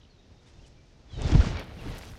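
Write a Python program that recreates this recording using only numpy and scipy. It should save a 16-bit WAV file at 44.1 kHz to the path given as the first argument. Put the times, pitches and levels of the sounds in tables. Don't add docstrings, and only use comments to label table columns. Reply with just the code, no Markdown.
import sys
import numpy as np
from scipy import signal
from scipy.fft import rfft, irfft
from scipy.io import wavfile
from scipy.ndimage import uniform_filter1d

SR = 44100
rng = np.random.default_rng(int(sys.argv[2]) if len(sys.argv) > 2 else 0)


def master(y):
    cut = np.clip(np.atleast_2d(y).T, -1, 1)
    pcm = np.round(cut * 32767)
    wavfile.write(sys.argv[1], SR, pcm.astype(np.int16))


def gain_from_db(level_db):
    decades = np.asarray(level_db, float) / 20
    return 10 ** decades


N = 96314


def curve(points):
    points = np.array(points, float)
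    return gain_from_db(np.interp(np.arange(N) / SR, points[:, 0], points[:, 1]))


def unit(x):
    return x / np.sqrt(np.mean(x ** 2))


def walk(rate_hz):
    hold = int(SR / rate_hz)
    steps = np.repeat(rng.standard_normal(N // hold + 1), hold)
    slewed = uniform_filter1d(uniform_filter1d(steps, hold), hold)
    return unit(slewed[:N])


def colour(x, points, shared_db, own_db, rate_hz):
    points = np.array(points, float)
    hz = np.arange(N // 2 + 1) * SR / N + 1
    level_db = np.interp(np.log(hz), np.log(points[:, 0]), points[:, 1], left=-90, right=-90)
    spectrum = rfft(x) * gain_from_db(level_db)
    swell = walk(rate_hz)
    out = 0
    for octave in range(4, 15):
        share = np.clip(1 - abs(np.log2(hz) - octave), 0, 1)
        band = irfft(spectrum * share, N)
        flicker = walk(2 * rate_hz)
        out = out + band * gain_from_db(shared_db * swell + own_db * flicker)
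    return unit(out)


def fibres(snap_share):
    snaps_per_s, scatter_db, limit = 2500, 3.0, 2.1
    size = gain_from_db(scatter_db * np.minimum(rng.exponential(size=N), limit))
    happens = rng.random(N) < snaps_per_s / SR
    snaps = happens * np.clip(rng.standard_normal(N), -limit, limit) * size
    hiss = rng.standard_normal(N)
    return np.sqrt(snap_share) * unit(snaps) + np.sqrt(1 - snap_share) * hiss


# freq_hz, density_db (per Hz)
AIR_COLOUR = [(70, -12), (130, -2), (400, -6), (1150, -17.5), (3800, -19.5), (6000, -22), (8000, -37.5),
              (13000, -50)]


def air():
    breeze = colour(rng.standard_normal(N), AIR_COLOUR, shared_db=0.8, own_db=0.66, rate_hz=5.97)
    return gain_from_db(-62.5) * breeze


# start_s, length_s, from_hz, to_hz, level_db
WHISTLES = [(0, .07, 3850, 3850, -72), (.08, .075, 4600, 3950, -70), (.105, .015, 4350, 4200, -66),
            (.14, .014, 4300, 3900, -68), (.15, .04, 3950, 3800, -74), (.183, .035, 3780, 3720, -65),
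            (.215, .045, 3720, 3700, -70), (.3, .11, 3700, 3700, -73), (.385, .025, 3720, 3700, -69),
            (.458, .022, 3700, 3600, -67), (.52, .09, 3650, 3650, -72), (.59, .02, 2700, 2850, -66),
            (.632, .03, 3250, 3000, -65), (.653, .025, 2550, 2430, -66), (.645, .016, 3200, 2950, -62),
            (.745, .13, 2320, 2340, -70), (.9, .1, 2330, 2330, -78), (.945, .04, 3850, 3850, -75),
            (1.09, .04, 3480, 3230, -60), (1.124, .046, 3270, 2970, -53), (1.108, .095, 4080, 3660, -57),
            (1.17, .11, 3790, 3500, -54), (1.18, .035, 3250, 2700, -54), (1.255, .02, 3560, 3520, -54),
            (1.408, .012, 1300, 1500, -36), (1.417, .02, 1600, 1250, -40), (1.535, .02, 2150, 2300, -48),
            (1.565, .04, 2330, 2280, -46), (1.785, .016, 2900, 2680, -52), (1.81, .016, 2550, 2450, -54),
            (2.068, .028, 6250, 5950, -60), (2.093, .016, 5950, 5450, -58), (2.112, .014, 5150, 4800, -61)]


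def whistles():
    t = np.arange(N) / SR
    wobble = 1 + 0.016 * walk(400.0)
    flutter = gain_from_db(3.0 * walk(350.0))
    out = 0
    for start_s, length_s, from_hz, to_hz, level_db in WHISTLES:
        progress = np.clip((t - start_s) / length_s, 0, 1)
        pitch_hz = (from_hz + (to_hz - from_hz) * progress) * wobble
        phase = 2 * np.pi * np.cumsum(pitch_hz) / SR
        swell = np.sin(np.pi * progress) ** 0.5
        out = out + gain_from_db(level_db) * swell * np.sin(phase)
    return out * flutter


# time_s, level_db, brightness_db
DRAG = [(0, -89, 6), (.5, -64.5, 5.5), (.58, -71.5, 8), (.67, -68, 10.5), (.74, -75, 8), (1.07, -68, 3.5),
        (1.2, -44.5, -1.5), (1.3, -39, 2), (1.32, -34, -7), (1.37, -39, 3), (1.41, -35, -3.5),
        (1.5, -41.5, 2.5), (1.6, -39, -22), (1.65, -49, -27), (1.76, -50.5, -9), (1.91, -43.5, -10),
        (2.0, -50, 0), (2.18, -54.5, -2.5)]
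# freq_hz, density_db (per Hz)
DRAG_COLOUR = [(150, -19), (250, -10.5), (562, -13.5), (802, -16), (928, -18), (1410, -19.5), (4920, -24),
               (6590, -29), (12000, -59), (15600, -73), (22000, -120)]


def drag():
    rub = colour(fibres(0.47), DRAG_COLOUR, shared_db=1.5, own_db=1.2, rate_hz=30.0)
    hz = np.arange(N // 2 + 1) * SR / N
    sheen_hz = 4660
    sheen = irfft(rfft(rub) / (1 + (sheen_hz / (hz + 1)) ** 6), N)
    body = rub - sheen
    brightness = curve(np.array(DRAG)[:, ::2])
    return curve(DRAG) * (body + sheen * brightness)


# time_s, level_db
BUFFET = [(0, -60), (.25, -55.5), (.33, -54), (.8, -56), (1.1, -51), (1.14, -43.5), (1.21, -31.5),
          (1.32, -33), (1.36, -19.5), (1.41, -35.5), (1.44, -29.5), (1.5, -32), (1.65, -42), (1.76, -44),
          (1.92, -34.5), (1.97, -46), (2.18, -45.5)]
# freq_hz, density_db (per Hz)
BUFFET_COLOUR = [(12, -37), (20, -7.5), (38, -1), (87, -2.5), (161, -9.5), (205, -15), (240, -17),
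                 (900, -29), (1170, -59), (1980, -120)]


def buffet():
    rumble = colour(rng.standard_normal(N), BUFFET_COLOUR, shared_db=2.0, own_db=1.0, rate_hz=22.0)
    return curve(BUFFET) * rumble


# start_s, peak_db, centre_hz, width_hz, length_s
TICKS = [(.66, -55, 5500, 7000, .014), (.679, -48, 6500, 7000, .001), (.682, -50, 6500, 6000, .001),
         (.858, -56, 5000, 8000, .001), (1.316, -30, 3500, 6000, .008), (1.57, -33, 3000, 5000, .003),
         (1.22, -30, 7300, 3300, .001), (1.247, -37, 5000, 5500, .001), (1.281, -42, 6500, 5000, .001),
         (1.288, -25, 2200, 4000, .001), (1.596, -28, 2800, 6000, .001), (1.594, -48, 11000, 8000, .006),
         (1.643, -42, 8000, 12000, .001), (1.95, -46, 9000, 10000, .003), (1.974, -46, 13000, 6000, .001),
         (1.982, -39, 10000, 13000, .003), (1.989, -29, 7000, 12000, .001), (2.0125, -33, 1400, 3000, .001),
         (2.024, -37, 5000, 9000, .001), (2.035, -30, 1300, 3000, .001), (2.046, -43, 8000, 7000, .001),
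         (2.054, -34, 4800, 6500, .001), (2.0705, -36, 3600, 4500, .001), (2.118, -39, 8000, 13000, .001),
         (2.136, -42, 1500, 1500, .0016)]
# start_s, peak_db, centre_hz, width_hz, length_s
SURGES = [(.013, -56, 3200, 800, .004), (.032, -56, 3250, 800, .004), (.05, -57, 3150, 700, .005),
          (.46, -59, 5500, 7000, .04), (1.346, -30, 1500, 5000, .008), (1.405, -32, 2500, 6000, .008),
          (1.22, -33, 3200, 1600, .001), (1.295, -28, 700, 1200, .002), (1.351, -24, 550, 800, .003),
          (1.355, -28, 1500, 1600, .004), (1.447, -28, 700, 1200, .003), (1.466, -30, 700, 1200, .006),
          (2.153, -43, 1400, 1800, .003), (.995, -58, 5000, 6000, .001), (.909, -58, 2500, 1500, .001),
          (2.112, -46, 2500, 3500, .001), (1.372, -33, 2500, 6500, .015), (2.011, -46, 11000, 10000, .001),
          (1.485, -37, 3000, 5000, .004), (1.544, -38, 3000, 4000, .004), (2.054, -45, 12000, 7000, .001),
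          (2.092, -47, 9000, 10000, .001), (2.039, -47, 11000, 9000, .001)]


def ticks():
    rows = list(TICKS) + list(SURGES)
    span, lead, onset = 4096, 80, 64
    snap_size, snap_below_s = 5.0, 0.0015
    t = np.arange(span) / SR
    hz = np.arange(span // 2 + 1) * SR / span + 1
    out = np.zeros(N)
    for start_s, peak_db, centre_hz, width_hz, length_s in rows:
        age = np.maximum(t - onset / SR, 0) / length_s
        push = rng.standard_normal(span) * age * np.exp(-1.5 * age ** 2)
        if length_s < snap_below_s:
            push[lead] += snap_size
        resonance = np.exp(-(1.6 * (hz - centre_hz) / width_hz) ** 4)
        burst = irfft(rfft(push) * resonance, span)
        start = int(start_s * SR) - lead
        room = min(span, N - start)
        out[start:start + room] += gain_from_db(peak_db) * burst[:room] / abs(burst).max()
    return out


# centre_s, peak_db, pitch_hz, length_s
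THUMPS = [(1.136, -34, 90, 0.0048), (1.147, -34.5, 60, 0.0059), (1.17, -33, 108, 0.0058),
          (1.177, -29, 90, 0.0058), (1.193, -29, 55, .007), (1.212, -22.5, 55, .007),
          (1.241, -28, 70, 0.0065), (1.256, -17.5, 108, 0.0044), (1.27, -21.5, 65.3, 0.0052),
          (1.294, -21, 39.8, 0.01), (1.353, -22.5, 333, 0.0016), (1.363, -27, 236, 0.0049),
          (1.388, -27, 246, 0.0063), (1.438, -26, 240, .003), (1.301, -21, 254, 0.00096),
          (1.323, -19, 285, 0.0025), (1.338, -14, 66.3, 0.011), (1.35, -9, 136, 0.0022),
          (1.3567, -6.5, 95, 0.003), (1.379, -17.5, 62, 0.011), (1.399, -8, 69, 0.008),
          (1.421, -19.5, 50, 0.0031), (1.47, -18.5, 180, 0.0024), (1.507, -21.5, 68.6, 0.0057),
          (1.557, -25, 67, 0.0078), (1.777, -39.5, 182, .008), (1.863, -39, 400, 0.0047),
          (1.198, -40, 437, .008), (1.222, -38, 397, .006), (1.823, -36, 70, 0.0054),
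          (2.02, -38.5, 62, 0.0062), (1.595, -30, 210, 0.0025), (1.857, -33.5, 174, 0.0024),
          (1.873, -35, 285, 0.007), (1.905, -40, 108, 0.022)]


def thumps():
    t = np.arange(N) / SR
    out = 0
    for centre_s, peak_db, pitch_hz, length_s in THUMPS:
        since = t - centre_s
        bump = np.exp(-0.5 * (since / length_s) ** 2)
        out = out - gain_from_db(peak_db) * bump * np.cos(2 * np.pi * pitch_hz * since)
    return out


# time_s, level_db
BRUSH = [(1.2, -100), (1.35, -84), (1.5, -78), (1.6, -72.5), (1.67, -74), (1.8, -69), (1.92, -62.5),
         (2.02, -64), (2.18, -68.5)]
# freq_hz, density_db (per Hz)
BRUSH_COLOUR = [(3000, -41), (6000, 0.5), (9000, 0.5), (12000, -2), (16000, -10)]


def brush():
    crackle = colour(fibres(0.3), BRUSH_COLOUR, shared_db=-0.2, own_db=-2.0, rate_hz=27.0)
    return curve([(0.0047, -110)] + list(BRUSH)) * crackle


def scene():
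    mix = drag() + buffet() + brush() + thumps() + ticks() + whistles() + air()
    return mix[None]


def top_cut(x):
    return signal.sosfilt(signal.butter(12, 15860, fs=SR, output="sos"), x)


def record(dry):
    headroom = 0.72
    mix = headroom * np.tanh(dry / headroom)
    return top_cut(mix)


dry = scene()
out = record(dry)
master(out)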